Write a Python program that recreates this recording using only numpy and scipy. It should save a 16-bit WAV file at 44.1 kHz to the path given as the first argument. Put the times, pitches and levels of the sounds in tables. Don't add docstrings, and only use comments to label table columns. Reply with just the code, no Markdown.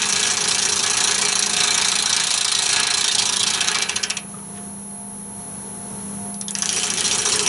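import sys
import numpy as np
from scipy import signal
from scipy.io import wavfile
from scipy.ndimage import uniform_filter1d

SR = 44100
rng = np.random.default_rng(int(sys.argv[2]) if len(sys.argv) > 2 else 0)


def put_to_file(sound):
    columns = np.atleast_2d(sound).T
    safe = np.clip(columns, -1, 1)
    whole_steps = np.round(safe * 32767)
    wavfile.write(sys.argv[1], SR, whole_steps.astype(np.int16))


N = 329868


def gain_of(db):
    return 10 ** (np.asarray(db) / 20)


def unit_rms(x):
    return x / np.sqrt(np.mean(x ** 2) + 1e-20)


def read(points, hz):
    f, value = np.transpose(points)
    return np.interp(np.log(hz + 1), np.log(f + 1), value)


def curves(rows):
    start_s, *columns = np.transpose(rows)
    t = np.arange(N) / SR
    on = 1. * (t >= start_s[0]) * (t <= start_s[-1])
    return [np.interp(t, start_s, c) for c in columns], uniform_filter1d(on, size=900)


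def colour(x, db_at, size=8192):
    hz = abs(np.fft.fftfreq(size, 1 / SR))
    log_gain = np.log(gain_of(np.maximum(db_at(hz), -100)))
    impulse = np.fft.ifft(np.exp(np.conj(signal.hilbert(log_gain)))).real[:size // 2]
    return signal.oaconvolve(x, impulse / np.linalg.norm(impulse))[:len(x)]


def band(x, lo_hz, hi_hz):
    return signal.sosfilt(signal.butter(2, [lo_hz, hi_hz], "band", fs=SR, output="sos"), x)


def slow(top_hz):
    t = np.arange(0, N, 256) / SR
    hz = top_hz * np.geomspace(.05, 1, num=16)[:, None]
    sines = np.sin(2 * np.pi * (hz * t + rng.random(hz.shape))) / np.sqrt(hz)
    return np.interp(np.arange(N) / SR, t, unit_rms(sines.sum(0)))


def fibres(per_s, spread_db, smooth):
    happens = rng.random(N) < per_s / SR
    size = gain_of(spread_db * np.minimum(rng.exponential(1, N), 4)) * happens
    snapping = unit_rms(size * rng.standard_normal(N))
    return unit_rms(snapping + smooth * rng.standard_normal(N))


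def patches(shape, bins, frames):
    field = rng.standard_normal(shape[::-1]).T
    return unit_rms(uniform_filter1d(uniform_filter1d(field, size=bins, axis=0), size=frames, axis=1))


# (start_s, level_db, length_ms, treble_share_db)
SINGLE_BITES = [(0.0876, -31, 19, 9), (0.335, -21, 14, 0.5), (2.023, -12, 6.9, 3.5), (2.339, -18, 9.8, 2.5),
                (2.446, -10, 8.4, -1.5), (2.55, -10.5, 5.2, -1), (3.009, -14, 8.4, 0.5),
                (3.042, -12, 5.9, 0), (3.182, -13, 16.6, -2), (3.575, -21, 4.6, -2),
                (3.6068, -12, 8.6, -1.5), (3.644, -18, 3.1, 2), (3.6746, -14, 11, -4),
                (3.6850, -21, 1.7, 1), (3.715, -18.5, 3.4, 3), (3.7455, -15, 6.4, -6),
                (3.7543, -11.5, 1.3, -3), (3.786, -12.5, 1.6, 2), (3.8156, -20, 16, -4),
                (3.823, -9, 1.45, -3), (3.888, -27, 15, -2), (3.894, -11, 2.5, -3),
                (3.958, -17.5, 7.8, 1.5), (3.963, -15.5, 3.6, -10), (4.0304, -13.5, 2, -1.5),
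                (4.035, -10.5, 4.2, -8), (4.1, -15, 3, -1), (4.1055, -10.5, 2.2, -3), (4.169, -16, 5.4, -2),
                (6.343, -29.5, 2.1, 5), (6.4122, -23, 2.1, 13.5), (6.483, -18, 1.8, 7.5),
                (6.5082, -28, 2, 17), (6.5522, -13.5, 2.8, -4), (6.587, -25, 1.3, 15.5),
                (6.622, -13.5, 8.1, 1), (6.658, -16, 3, 4), (6.692, -13.5, 4.4, -1), (6.728, -21.5, 9, 4),
                (6.763, -15.5, 4.9, 1), (6.902, -17, 11, 0), (7.18, -25, 18, 10), (7.32, -13.5, 35, -5)]
# (start_s, snap_db, sag_db per bite length)
BITE_TOUCH = [(0, 17, 4.5), (2, 4.5, 6.5), (3.6, 7, 0.5), (4.2, 0, 2.5), (6.3, 6, 4), (6.7, 17, 20),
              (7.0, 18, 3), (7.48, 17, 13)]
SNAP_SPREAD_DB = 3
BOWL_RISE_MS, BOWL_DB = 4.8, 1


def bites(rise_ms=0.3, fall_share=0.32, snap_ms=0.16):
    clumps = gain_of(2.6 * unit_rms(uniform_filter1d(rng.standard_normal(N), size=70)))
    tearing = np.r_[clumps * fibres(9000, 2., .8), np.zeros(SR)]
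    snapping = np.sign(rng.standard_normal(N + SR))
    tears, snaps = np.zeros((2, 2, N + SR))
    drumming = np.zeros(N + SR)
    ms = np.arange(SR // 20) * 1000 / SR
    rise = 1 - np.exp(-ms / rise_ms)
    touch_s, *touch = np.transpose(BITE_TOUCH)
    rows = SINGLE_BITES + steady_bites()
    chances = rng.uniform(-0.24, 1, len(rows))
    for (start_s, level_db, length_ms, treble_db), harder in zip(rows, chances):
        snap_db, sag_db = (np.interp(start_s, touch_s, c) for c in touch)
        first = round(start_s * SR)
        at = slice(first, first + len(ms))
        levels = gain_of([[level_db], [level_db + treble_db]])

        letting_go = np.exp(-np.maximum(ms - length_ms, 0) / (fall_share * length_ms))
        shape = rise * gain_of(-sag_db * ms / length_ms) * letting_go
        tear = shape * tearing[at]
        tears[:, at] += levels * tear * np.linalg.norm(shape) / (np.linalg.norm(tear) + 1e-9)

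        answer = (1 - np.exp(-ms / BOWL_RISE_MS)) ** 2 * np.exp(-ms / (BOWL_RISE_MS + length_ms))
        drumming[at] += gain_of(level_db + BOWL_DB) * answer * tearing[at]

        snap_db = snap_db - 0.19 * length_ms + SNAP_SPREAD_DB * harder * min(length_ms / 8, 1)
        snaps[:, at] += levels * np.exp(-ms / snap_ms) * snapping[at] * gain_of(snap_db)
    body, treble = (wood(tear[:N]) + wood(snap[:N], ringing=0.09) for tear, snap in zip(tears, snaps))
    low_voice = band(wood(drumming[:N]), 695, 2620)
    return gain_of(-0.5) * band(body, 2136, 5800) + low_voice + gain_of(1.5) * band(treble, 9260, 12900)


# (first_turn_s, last_turn_s, turn_ms, second_face_delay_ms)
PASSES = [(0.018, 3.54, 70.33, 37), (6.692, 7.47, 70.07, 36)]
# (start_s, level_db, length_ms, treble_share_db)
FIRST_FACE = [(0, -16.5, 11.5, -6), (.7, -16, 15.5, -3.5), (1.3, -16, 9.1, 3.5), (2.1, -10.5, 5, -3),
              (2.8, -16, 9.3, -1), (3.55, -16, 17, -1.5), (6.69, -16.5, 12, 1), (7.0, -19.5, 27, -0.5),
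              (7.48, -13, 12, 0.5)]
# (start_s, level_db, length_ms, treble_share_db)
SECOND_FACE = [(0, -17.5, 14.6, 0.5), (.7, -16.5, 20, 2), (1.3, -14, 10.5, 1), (2.0, -12, 10.7, 0),
               (2.6, -13, 9.3, 2), (3.0, -12.5, 6.6, -1), (3.55, -17.5, 11, 1), (6.69, -29, 3.4, 16),
               (6.9, -19.5, 4.4, 2), (7.1, -22.5, 8.2, 8.5), (7.48, -22, 17, 6)]
LENGTH_SPREAD_DB, LONG_IS_SOFT, LEVEL_SPREAD_DB = 1.3, 0.54, 0.6
TREBLE_SPREAD_DB, LATE_SPREAD_MS = 0.6, 0.35


def steady_bites():
    turns = np.concatenate([np.arange(first, last, turn_ms / 1000) for first, last, turn_ms, _ in PASSES])
    second_ms = np.where(turns < PASSES[1][0], PASSES[0][3], PASSES[1][3])
    rows = []
    for face, after_ms in ((FIRST_FACE, 0), (SECOND_FACE, second_ms)):
        face_s, *columns = np.transpose(face)
        level_db, length_ms, treble_db = (np.interp(turns, face_s, c) for c in columns)
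        longer, louder, brighter, later = np.clip(rng.standard_normal((len(turns), 4)), -2, 2).T
        longer_db = LENGTH_SPREAD_DB * longer
        rows += zip(turns + (after_ms + LATE_SPREAD_MS * later) / 1000,
                    level_db - LONG_IS_SOFT * longer_db + LEVEL_SPREAD_DB * louder,
                    length_ms * gain_of(longer_db),
                    treble_db + TREBLE_SPREAD_DB * brighter)
    single_s = np.transpose(SINGLE_BITES)[0]
    return [row for row in rows if abs(single_s - row[0]).min() > .012 and row[0] < N / SR]


# (frequency_hz, level_db)
WOOD_COLOUR = [(300, -17), (900, -9), (2000, -8), (2600, -2), (4000, -2.5), (5000, -3), (6000, 7),
               (7500, 0), (9000, -1.5), (11000, -6.5)]
# (frequency_hz, width_hz, height_db above the broad colour)
WOOD_MODES = [(722, 14, 9), (795, 20, 5), (838, 20, 6), (880, 20, 5), (922, 40, 4), (1152, 40, 2),
              (1260, 45, 8.5), (1414, 30, 4), (1525, 30, 8), (1672, 50, 8), (1910, 26, 6), (2330, 70, 7),
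              (2580, 40, 5), (3127, 45, 6.5), (3580, 30, 6), (3688, 30, 8), (3821, 40, 4), (3962, 40, 4),
              (4088, 40, 11), (4173, 50, 7), (4320, 70, 5), (4880, 25, 6), (5420, 80, 3), (5735, 90, 5),
              (7610, 75, 3)]
MODE_STRAY, CROSSFADES_PER_S = .006, 2.3


def wood(x, ringing=.8, count=3):
    turn = np.pi * CROSSFADES_PER_S * np.arange(len(x)) / SR + rng.random()
    out = 0
    for k, (shift, share) in enumerate(rng.uniform(-0.93, 1, (count, 2, len(WOOD_MODES)))):
        modes = [(f * (1 + MODE_STRAY * a), width, db * (.9 + .4 * b))
                 for (f, width, db), a, b in zip(WOOD_MODES, shift, share)]

        def shape_db(hz):
            peaks = sum(db / (1 + (2 * (hz - f) / width) ** 2) for f, width, db in modes)
            return read(WOOD_COLOUR, hz) + ringing * peaks

        fade = np.cos(turn + np.pi * k / count) ** 2 * 2 / count * np.sqrt(2)
        out = out + colour(x * fade, shape_db)
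    return out


# (start_s, hiss_db, drumming_db, rest_buzz_db, rumble_db)
CUT_LEVELS = [
    [(0.0, -23, -25.5, -40, -44), (0.7, -25.5, -31.5, -37, -42), (1.23, -25, -27, -36, -46),
     (1.35, -25, -31.5, -42.5, -47), (1.7, -23.5, -23, -38, -41), (2.2, -24, -31, -45.5, -43),
     (2.5, -22.5, -36.5, -47.5, -49), (2.75, -24, -23, -40, -44.5), (3.3, -26.5, -34, -40.5, -46.5),
     (3.68, -31, -28.5, -40.5, -46), (3.98, -34.5, -35.5, -40.5, -45), (4.19, -44, -50, -49, -52)],
    [(6.5, -64, -64, -56, -58), (6.584, -34.5, -42, -67, -50), (6.764, -23, -41.5, -36.5, -45.5),
     (7.034, -24.5, -28.5, -39.5, -40), (7.48, -20, -34, -30.5, -37.5)],
]
# (low_hz, high_hz, first_pass_db, second_pass_db)
HALF_TURN_RING = [(5500, 6050, -8, 6), (2900, 3300, -20, 2)]
# (first_pass_db, second_pass_db)
HISS_FADES = (7.5, 3.5)


def shavings():
    hiss = unit_rms(wood(fibres(8000, 2.6, 0.5) * gain_of(2. 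* slow(40))))
    out, t = np.zeros(N), np.arange(N) / SR
    for k, (rows, one_pass, fade_db) in enumerate(zip(CUT_LEVELS, PASSES, HISS_FADES)):
        (hiss_db, *_), on = curves(rows)
        first, _, turn_ms, after_ms = one_pass
        turn = (t - first) * 1000 / turn_ms % 1
        half = uniform_filter1d(1. * (turn < after_ms / turn_ms), size=90)
        rings = sum(gain_of(db[k]) * share * band(hiss, lo, hi)
                    for (lo, hi, *db), share in zip(HALF_TURN_RING, (half, 1 - half)))
        fading_db = uniform_filter1d(fade_db * (turn - .5), size=60)
        out += on * gain_of(hiss_db - fading_db) * (hiss + rings)
    return out * level_between_bites(fade_db=3., lag_ms=0)


DIP_DB, DIP_MS = 8, 2.5


def level_between_bites(fade_db, lag_ms):
    t, db = np.arange(N) / SR, np.zeros(N)
    for (first, _, turn_ms, after_ms), rows in zip(PASSES, CUT_LEVELS):
        ms = ((t - first) * 1000 - lag_ms) % turn_ms
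        since, until = np.where(ms < after_ms, [ms, after_ms - ms], [ms - after_ms, turn_ms - ms])
        during = (t >= rows[0][0]) * (t <= rows[-1][0])
        sinking_db = fade_db * (.5 - since / (since + until))
        db += during * (sinking_db - DIP_DB * np.exp(-until / DIP_MS))
    return gain_of(uniform_filter1d(db, size=30))


# (start_s, hollow_db, chesty_db, bright_db, chesty_hz)
EDGE_TONE = [(0, -3, 3.5, -1.5, 3750), (0.599, -2, -1.5, -3, 3700), (0.898, -1, 3, -1, 4130),
             (1.806, -5, 5, -3.5, 3880), (3.0, -0.5, 3.5, -6, 4000), (3.5, -1, 2.5, -5, 3630),
             (4.2, 1.5, -2.5, -2.5, 3930), (6.4, -7.5, 3, 10, 3850), (6.6, -1, -5, -2.5, 3780),
             (6.8, 1.5, -2, -5, 3800), (7.2, -3, 1.5, -4.5, 3800), (7.48, -1.5, -6, -5, 3740)]


def shifting(x, patchy_db=2.0):
    hz, t, z = signal.stft(x, SR, nperseg=256, noverlap=192)
    tone_s, *columns = np.transpose(EDGE_TONE)
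    *levels_db, chesty_hz = (np.interp(t, tone_s, c) for c in columns)
    db = patchy_db * patches(z.shape, bins=4, frames=16)
    for (centre_hz, width_hz), level_db in zip([(2700, 700), (chesty_hz, 520), (5900, 700)], levels_db):
        db += np.exp(-((hz[:, None] - centre_hz) / width_hz) ** 2) * level_db
    return signal.istft(z * gain_of(db), SR, nperseg=256, noverlap=192)[1][:N]


def bowl_drumming():
    drive = fibres(1500, 5.1, 1.0) * gain_of(2 * slow(15))
    drum = band(wood(drive, ringing=1.53), 704, 2940)
    return unit_rms(drum * level_between_bites(fade_db=4.5, lag_ms=2.7))


# (frequency_hz, width_hz, level_db)
REST_MODES = [(216, 25, -3.5), (371.4, 15.7, 3), (413.5, 24, 6), (429.5, 6.9, 4.5), (462.4, 11.6, 3),
              (537, 23, -3.5), (724, 10.5, 2)]
ONCE_A_TURN = .8


def rest_buzz():
    noise = unit_rms(band(rng.standard_normal(N), 20, 1030))
    shake = noise * (1 - ONCE_A_TURN) ** .5 + same_each_turn() * ONCE_A_TURN ** .5

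    def shape_db(hz):
        power = sum(gain_of(2 * db) / (1 + (2 * (hz - f) / width) ** 2) ** 2 for f, width, db in REST_MODES)
        return 10 * np.log10(power)

    return unit_rms(colour(shake, shape_db, size=32768))


def same_each_turn(count=130):
    t = np.arange(N) / SR
    turns = t * 1000 / np.where(t < PASSES[1][0] - 1, PASSES[0][2], PASSES[1][2])
    place = np.arange(2048) / 2048
    harmonics = np.arange(1, count)[:, None]
    pattern = np.cos(2 * np.pi * (harmonics * place + rng.random((count - 1, 1)))).sum(0)
    return unit_rms(np.interp(turns % 1, place, pattern, period=1))


def bed_rumble():
    rumble = band(band(rng.standard_normal(N), 66, 313), 68, 320)
    return unit_rms(rumble) * gain_of(1.6 * slow(8))


def cutting():
    drum, buzz, rumble = bowl_drumming(), rest_buzz(), bed_rumble()
    out = np.zeros(N)
    for rows in CUT_LEVELS:
        (_, drum_db, buzz_db, rumble_db), on = curves(rows)
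        out += on * (gain_of(drum_db) * drum + gain_of(buzz_db) * buzz + gain_of(rumble_db) * rumble)
    return out


# (start_s, level_db, pitch_hz, ring_db, tick_db)
REST_TAPS = [(4.293, -51, 6300, 3, -12), (4.341, -44, 1245, 12, -20), (4.385, -46, 2300, -8, -20),
             (4.447, -49, 2600, -10, -20), (4.549, -46, 1790, -9, -14), (4.560, -43, 1756, -3, -14),
             (4.572, -41, 1786, -5, 2)]


def taps():
    out, t = np.zeros(N), np.arange(SR // 20) / SR
    noises = rng.standard_normal((len(REST_TAPS), len(t)))
    for (start_s, level_db, pitch_hz, ring_db, tick_db), noise in zip(REST_TAPS, noises):
        dull = unit_rms(band(noise, pitch_hz * 0.54, pitch_hz * 2.4))
        tick = gain_of(tick_db - 60 * t / 0.07) * wood(noise)
        ring = gain_of(ring_db) * np.sin(2 * np.pi * pitch_hz * t)
        envelope = gain_of(level_db - 60 * t / 0.055) * (1 - np.exp(-t / 0.001))
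        out[round(start_s * SR):][:len(t)] += envelope * (dull + tick + ring)
    return out


# (frequency_hz, level_db, wavering_db)
HUM_LINES = [(28.6, -33, 4), (57.5, -26, 3), (169.5, -10, 3), (200.2, 0, 1.5), (251, -16, 3), (643, -23, 1),
             (706.9, -8, .8), (857.4, -13, 1), (923.9, -11, 1)]
THROBS = {706.9: (2.4, 5.02, .75), 923.9: (3.35, 4.46, .9)}


def motor_hum():
    t = np.arange(N) / SR
    cycles = np.cumsum(1 + 0.0005 * slow(6)) / SR
    throb = {hz: 1 - depth * np.sin(np.pi * per_s * (t - loudest_s)) ** 2
             for hz, (per_s, loudest_s, depth) in THROBS.items()}
    hum = np.zeros(N)
    for hz, level_db, wavering_db in HUM_LINES:
        level = throb.get(hz, 1) * gain_of(level_db + wavering_db * slow(8.8))
        hum += level * np.sin(2 * np.pi * (hz * cycles + rng.random()))
    return hum


# (steps from the strongest, level_db)
WHINE_COMB = [(-24, -70.2), (-23, -70.6), (-22, -70.8), (-21, -64.9), (-20, -58.4), (-19, -58.4),
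              (-18, -59.1), (-17, -59.9), (-16, -55.2), (-15, -62.6), (-14, -65.2), (-13, -58.3),
              (-12, -53.2), (-11, -54.6), (-10, -52.0), (-9, -54.3), (-8, -52.6), (-7, -43.9), (-6, -50.6),
              (-5, -50.0), (-4, -51.3), (-3, -50.8), (-2, -64.4), (-1, -48.6), (0, -40.5), (1, -58.4),
              (2, -52.2), (3, -44.0), (4, -48.8), (5, -51.8)]
WHINE_HZ, STEP_HZ = 10607.6, 71.47


def drive_whine():
    t = np.arange(N) / SR
    whine = np.zeros(N)
    for step, level_db in WHINE_COMB:
        cycles = (WHINE_HZ + step * STEP_HZ) * t + 0.078 * slow(25) + rng.random()
        whine += gain_of(level_db + 1.5 * slow(12)) * np.sin(2 * np.pi * cycles)
    return whine


# (frequency_hz, density_db per Hz)
AIR_SPECTRUM = [(25, -33), (50, -33), (90, -10), (180, -7.5), (311, -19), (422, -11), (600, -21),
                (1000, -20.5), (2500, -31.5), (4050, -32.5), (4270, -27), (4480, -35.5), (4900, -40.5),
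                (5700, -25.5), (8400, -32), (10800, -22)]


def motor_air():
    air = colour(rng.standard_normal(N), lambda hz: read(AIR_SPECTRUM, hz))
    return unit_rms(air) * gain_of(1 * slow(10))


# (start_s, level_db)
MOTOR_LEVEL = [(0, -5), (2, -6.5), (2.8, -28), (3.5, -4), (4.0, -8.5), (4.3, -2.5), (5.1, -1), (6.3, 2),
               (6.8, -3), (7.48, -5)]
HUM_DB, AIR_DB = -38.5, -36.5
WHINE_FOLLOWS, AIR_FOLLOWS = 0.8, 0.72


def motor():
    (level_db,), _ = curves(MOTOR_LEVEL)
    hum = gain_of(HUM_DB + level_db) * motor_hum()
    whine = gain_of(WHINE_FOLLOWS * level_db) * drive_whine()
    air = gain_of(AIR_DB + AIR_FOLLOWS * level_db) * motor_air()
    return np.sqrt(2) * (hum + whine) + air


def tail(t60_at):
    hz, t, z = signal.stft(rng.standard_normal(SR // 2), SR, nperseg=128)
    decay = gain_of(-60 * t / t60_at(hz)[:, None])
    echo = signal.istft(z * decay, SR, nperseg=128)[1]
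    return echo / np.linalg.norm(echo)


# (frequency_hz, t60_s)
SHOP_T60 = [(300, .8), (1500, 0.33), (3000, .17), (4200, 0.14), (6000, .075), (10000, 0.055)]


def shop(x, count=3):
    turn = np.pi * 3.1 * np.arange(N) / SR
    out = np.zeros(N)
    for k in range(count):
        sent = x * np.cos(turn + np.pi * k / count) ** 2
        out += signal.oaconvolve(sent, tail(lambda hz: read(SHOP_T60, hz)))[:N]
    return out


# (frequency_hz, side_over_mid_db)
SIDE_LEVELS = [(60, -5), (140, -23), (350, -11.5), (840, -8), (2020, -20), (3500, -19.5), (5500, -24.5),
               (11700, -8.5)]
# (frequency_hz, left_over_right_db)
STEREO_LEAN = [(100, 0), (180, 6), (250, -9.5), (330, 9.5), (450, 2.5), (700, -0.5), (1200, 0.5)]
# (start_s, left_over_right_db)
STEREO_PAN = [(0.0, -1), (2.75, -1.5), (3.1, -3), (4.2, -1), (5.9, 0), (7.48, -1)]


def stereo(mid):
    hz, _, z = signal.stft(mid, SR, nperseg=512, noverlap=384)
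    real, imaginary = (patches(z.shape, bins=2, frames=12) for _ in range(2))
    scatter = (real + 1j * imaginary) / np.sqrt(2) * gain_of(read(SIDE_LEVELS, hz))[:, None]
    lean = np.tanh(read(STEREO_LEAN, hz) * np.log(10) / 40)[:, None]
    side = signal.istft(z * (scatter + lean), SR, nperseg=512, noverlap=384)[1][:N]
    (pan_db,), _ = curves(STEREO_PAN)
    return np.array([gain_of(pan_db / 2) * (mid + side), gain_of(-pan_db / 2) * (mid - side)])


def scene():
    tool = bites() + taps()
    edge = shifting(tool + gain_of(-4.5) * shop(tool) + shavings())
    return stereo(edge + cutting() + motor())


EDGE_HZ = 11020


def record(dry, ceiling=.9):
    rounded = ceiling * np.tanh(dry / ceiling)
    low_pass = signal.firwin(1401, EDGE_HZ, window=("kaiser", 8), fs=SR)
    return signal.oaconvolve(rounded, low_pass[None], "same")


dry = scene()
out = record(dry)
put_to_file(out)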